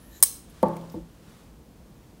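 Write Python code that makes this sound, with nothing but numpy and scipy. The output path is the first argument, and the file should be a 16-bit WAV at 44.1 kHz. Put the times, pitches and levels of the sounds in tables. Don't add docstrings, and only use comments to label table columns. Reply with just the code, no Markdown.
import sys
import numpy as np
from scipy import signal
from scipy.fft import irfft
from scipy.io import wavfile

SR = 44100
rng = np.random.default_rng(int(sys.argv[2]) if len(sys.argv) > 2 else 0)


def transcribe(u):
    v = np.clip(np.atleast_2d(u).T, -1, 1)
    q = np.round(v * 32767).astype(np.int16)
    wavfile.write(sys.argv[1], SR, q)


N = 97020
TIME_S = np.arange(N) / SR
FREQ_HZ = np.maximum(np.fft.rfftfreq(N, 1 / SR), 1)

# start in seconds, level in dB, contact time in seconds.
BLADE_CONTACTS = [(0.2260, 1.5, 0.0019), (0.2339, -2.5, 0.00076), (0.236, -10.5, .0002),
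                  (0.2394, -18, .0014)]
# frequency in Hz, relative density in dB.
CRACK_SPECTRUM = [(150, -39.5), (600, -26.5), (1050, -17.5), (1500, -27.5), (2200, -19.5), (3100, -22),
                  (4500, -13), (6000, -10.5), (7500, -5.5), (10500, -0.5), (13200, -5), (14500, -8.5),
                  (15600, -3)]
# frequency in Hz, relative level in dB, t60 in seconds.
STEEL_MODES = [(1102, -32.5, .022), (1807, -35, .025), (2260, -35.5, 0.032), (3120, -36.5, 0.034),
               (4045, -35, 0.038), (5123, -22, 0.034), (6800, -27.5, .018), (7400, -22.5, 0.025),
               (7982, -25, .015), (8740, -15, .05), (9496, -20, 0.012), (11280, -13, .022),
               (12820, -21, .022), (13970, -24.5, 0.01466), (14520, -24.5, .014)]
# start in seconds, level in dB, low-pass cut-off in Hz.
TABLE_CONTACTS = [(0.6290, 0.5, 1622), (0.77, -42, 900), (0.81, -36, 505), (0.9400, -14.5, 390)]
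# frequency in Hz, relative level in dB, t60 in seconds.
TABLE_MODES = [(127.3, -39.7, 0.81), (167, -30.5, 1.21), (200.1, -23.5, 0.36), (248, -19.5, 0.058),
               (329.7, -17.5, 0.04), (338.6, -28.5, 0.5), (385.4, -18.5, 0.067), (489.7, -19.5, 0.13),
               (526.6, -10.5, 0.053), (535, -27.5, 0.46), (589, -25.5, 0.301), (708, -23.0, 0.1),
               (792, -31.5, 0.29), (858, -24, 0.28), (923, -15, 0.055), (886, -27.5, 0.45),
               (1020, -21.5, 0.041), (1092, -37.5, 0.4), (1152, -32.5, 0.24), (1363, -54, 0.66)]
# frequency in Hz, relative density in dB.
THUD_SPECTRUM = [(50, -31), (130, -29), (190, 3), (420, -1.5), (520, 4), (760, -7.5), (890, -2),
                 (1150, -4.5), (1300, -18.5), (1700, -18.5), (2500, -25.5), (5000, -36)]
# start in seconds, frequency in Hz, level in dB, t60 in seconds.
HAND_BUMPS = [(0.639, 95, -34, 0.13), (0.945, 81.4, -39.5, 0.14), (1.003, 54.3, -41.5, 0.22),
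              (1.797, 58, -40.5, .12)]
# start in seconds, level in dB, centre in Hz, t60 in seconds.
LIGHT_TICKS = [(0.2025, -45.5, 10000, 0.039), (0.498, -56, 11000, .09), (0.6280, -34.5, 9800, 0.004),
               (0.6291, -33, 3370, 0.012), (0.6834, -44, 10600, .012), (0.734, -54, 3600, .02),
               (0.7564, -56.5, 10500, 0.013), (0.7668, -43, 2020, 0.026), (0.7690, -61, 9000, 0.008),
               (0.8124, -53, 3370, 0.018), (0.8984, -50, 5500, 0.027), (0.918, -54, 14000, 0.11)]
# time in seconds, level in dB.
PIVOT_ENVELOPE = [(0, -58.5), (0.07, -59.5), (0.12, -57), (0.17, -52), (0.22, -57), (0.25, -81.5)]
# centre in Hz, width in Hz, relative level in dB,
# peak time in seconds, spread in seconds.
PIVOT_RESONANCES = [(1800, 160, -7.5, 0.108, 0.088), (3000, 210, -12, 0.078, .05),
                    (3950, 490, -7.5, .155, .035), (7000, 1600, -4.5, 0.19, 0.053),
                    (10400, 320, -5, .05, .06), (12850, 500, -4.5, .14, .08)]
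# time in seconds, level in dB.
RUB_ENVELOPE = [(0, -66), (0.45, -65.5), (0.58, -57.5), (0.66, -59.5), (0.8, -59.5), (0.97, -60.5),
                (1.04, -68), (1.18, -66), (1.3, -58.5), (1.43, -61.5), (1.56, -74), (2.2, -68.5)]
# frequency in Hz, relative density in dB.
RUB_SPECTRUM = [(200, -1), (600, -4), (1200, 4.5), (2000, -1), (3200, -1), (6000, -5), (10000, -8),
                (15500, -15)]
# low edge in Hz, high edge in Hz (capped at 0.45 SR),
# gain in dB, t60 in seconds.
ROOM_BANDS = [(197.4, 1500, -11.5, .4), (1838, 4300, -10.5, .5), (4200, 7700, -11, 0.39),
              (8500, 48000, -16.5, .32)]
# frequency in Hz, relative density in dB.
FLOOR_SPECTRUM = [(15, -37.5), (25, -6), (49, -1), (62, -4), (86, -10.5), (178, -7.5), (349, -14),
                  (389, -20), (457, -16), (582, -21.5), (919, -26), (1110, -28), (1240, -31), (2120, -36),
                  (15500, -42.5)]

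ROOM_DELAY_S = ROOM_RISE_S = .009


def blade_snap(attack_s=.0006, crack_db=-3, crack_t60_s=.011):
    crack_envelope = 0
    for start_s, db, contact_s in BLADE_CONTACTS:
        rise = np.clip((TIME_S - start_s) / attack_s, 0, 1)
        fall = decay(start_s + attack_s + contact_s, crack_t60_s)
        crack_envelope += from_db(crack_db + db) * rise * fall
    crack = crack_envelope * noise(colour(CRACK_SPECTRUM))
    steel = 0
    for hz, mode_db, t60_s in STEEL_MODES:
        envelope = sum(from_db(db + mode_db) * blow(start_s, attack_s, t60_s)
                       for start_s, db, _ in BLADE_CONTACTS)
        steel += envelope * np.sin(2 * np.pi * (hz * TIME_S + rng.random()))
    return crack, steel


def table_knocks(attack_s=.0028, thud_db=-14.5, boom_db=-29):
    thud_noise = noise(colour(THUD_SPECTRUM))
    boom_noise = noise(colour(THUD_SPECTRUM))
    knocks = 0
    for start_s, db, cutoff_hz in TABLE_CONTACTS:
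        top = ring(TABLE_MODES, start_s, attack_s)
        thud = from_db(thud_db) * thud_noise * blow(start_s, attack_s, t60_s=.03)
        boom = from_db(boom_db) * boom_noise * blow(start_s, ROOM_RISE_S, t60_s=.64)
        cloth = signal.butter(2, cutoff_hz, fs=SR, output="sos")
        knocks += from_db(db) * signal.sosfilt(cloth, top + thud + boom + 1e-18)
    finger_damping = decay(start_s=1.06, t60_s=.16)
    return knocks * finger_damping


def handle_rocking(hz=325.8, db=-28, t60_s=.086):
    return ring([(hz, db, t60_s)], start_s=.954, attack_s=.024)


def hand_bumps():
    return sum(ring([(hz, db, t60_s)], start_s, attack_s=.0042) for start_s, hz, db, t60_s in HAND_BUMPS)


def light_ticks(width_oct=.23, skirt_db=-14, attack_s=.00078):
    ticks = 0
    for start_s, db, centre_hz, t60_s in LIGHT_TICKS:
        hump = np.exp(-.5 * (np.log2(FREQ_HZ / centre_hz) / width_oct) ** 2)
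        ticks += from_db(db) * blow(start_s, attack_s, t60_s) * noise(skirt_db * (1 - hump))
    return ticks


def pivot_swish(hiss_db=-6.5):
    swish = from_db(hiss_db) * rng.standard_normal(N)
    for centre_hz, width_hz, db, peak_s, spread_s in PIVOT_RESONANCES:
        whistle = noise(-20 * np.log10(1 + (2 * (FREQ_HZ - centre_hz) / width_hz) ** 2))
        swell = np.exp(-.5 * ((TIME_S - peak_s) / spread_s) ** 2)
        swish += from_db(db) * swell * whistle
    return gain_curve(PIVOT_ENVELOPE) * swish


def finger_rub():
    return gain_curve(RUB_ENVELOPE) * noise(colour(RUB_SPECTRUM))


def room_reverb(source):
    response = 0
    for low_hz, high_hz, db, t60_s in ROOM_BANDS:
        tail = rng.standard_normal(N) * blow(ROOM_DELAY_S, ROOM_RISE_S, t60_s)
        band = signal.butter(2, [low_hz, min(high_hz, .45 * SR)], "band", fs=SR, output="sos")
        response += from_db(db) * signal.sosfilt(band, tail / np.linalg.norm(tail))
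    return signal.fftconvolve(source, response)[:N]


def background(floor_db=-50, hum_hz=52.5, hum_db=-64):
    hum = from_db(hum_db) * np.sin(2 * np.pi * hum_hz * TIME_S)
    return from_db(floor_db) * noise(colour(FLOOR_SPECTRUM)) + hum


def from_db(db):
    return 10 ** (np.asarray(db) / 20)


def noise(spectrum_db):
    phases = np.exp(2j * np.pi * rng.random(len(FREQ_HZ)))
    wave = irfft(from_db(spectrum_db) * phases, N)
    return wave / wave.std()


def colour(points):
    hz, db = np.transpose(points)
    return np.interp(np.log(FREQ_HZ), np.log(hz), db)


def gain_curve(points):
    return from_db(np.interp(TIME_S, *np.transpose(points)))


def decay(start_s, t60_s):
    return from_db(-60 * np.clip((TIME_S - start_s) / t60_s, 0, 4))


def blow(start_s, attack_s, t60_s):
    return np.clip((TIME_S - start_s) / attack_s, 0, 1) * decay(start_s + attack_s, t60_s)


def ring(modes, start_s, attack_s):
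    ringing = 0
    for k, (hz, db, t60_s) in enumerate(modes):
        tone = np.sin(2 * np.pi * hz * (TIME_S - start_s))
        ringing += (-1) ** k * from_db(db) * blow(start_s, attack_s, t60_s) * tone
    return ringing


def scene(steel_send_db=-4.5):
    crack, steel = blade_snap()
    clicks = crack + light_ticks()
    knife = clicks + steel + room_reverb(clicks + from_db(steel_send_db) * steel)
    table = table_knocks() + handle_rocking() + hand_bumps()
    return (knife + table + pivot_swish() + finger_rub() + background())[None]


def record(dry):
    low_cut_hz, top_cut_hz, overload_limit = 42, 15700, 1.6
    low_cut = signal.butter(4, low_cut_hz, "high", fs=SR, output="sos")
    top_cut = signal.ellip(10, .1, 70, top_cut_hz, fs=SR, output="sos")
    clipped = np.clip(signal.sosfilt(low_cut, dry), -overload_limit, overload_limit)
    return signal.sosfilt(top_cut, clipped)


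dry = scene()
out = record(dry)
transcribe(out)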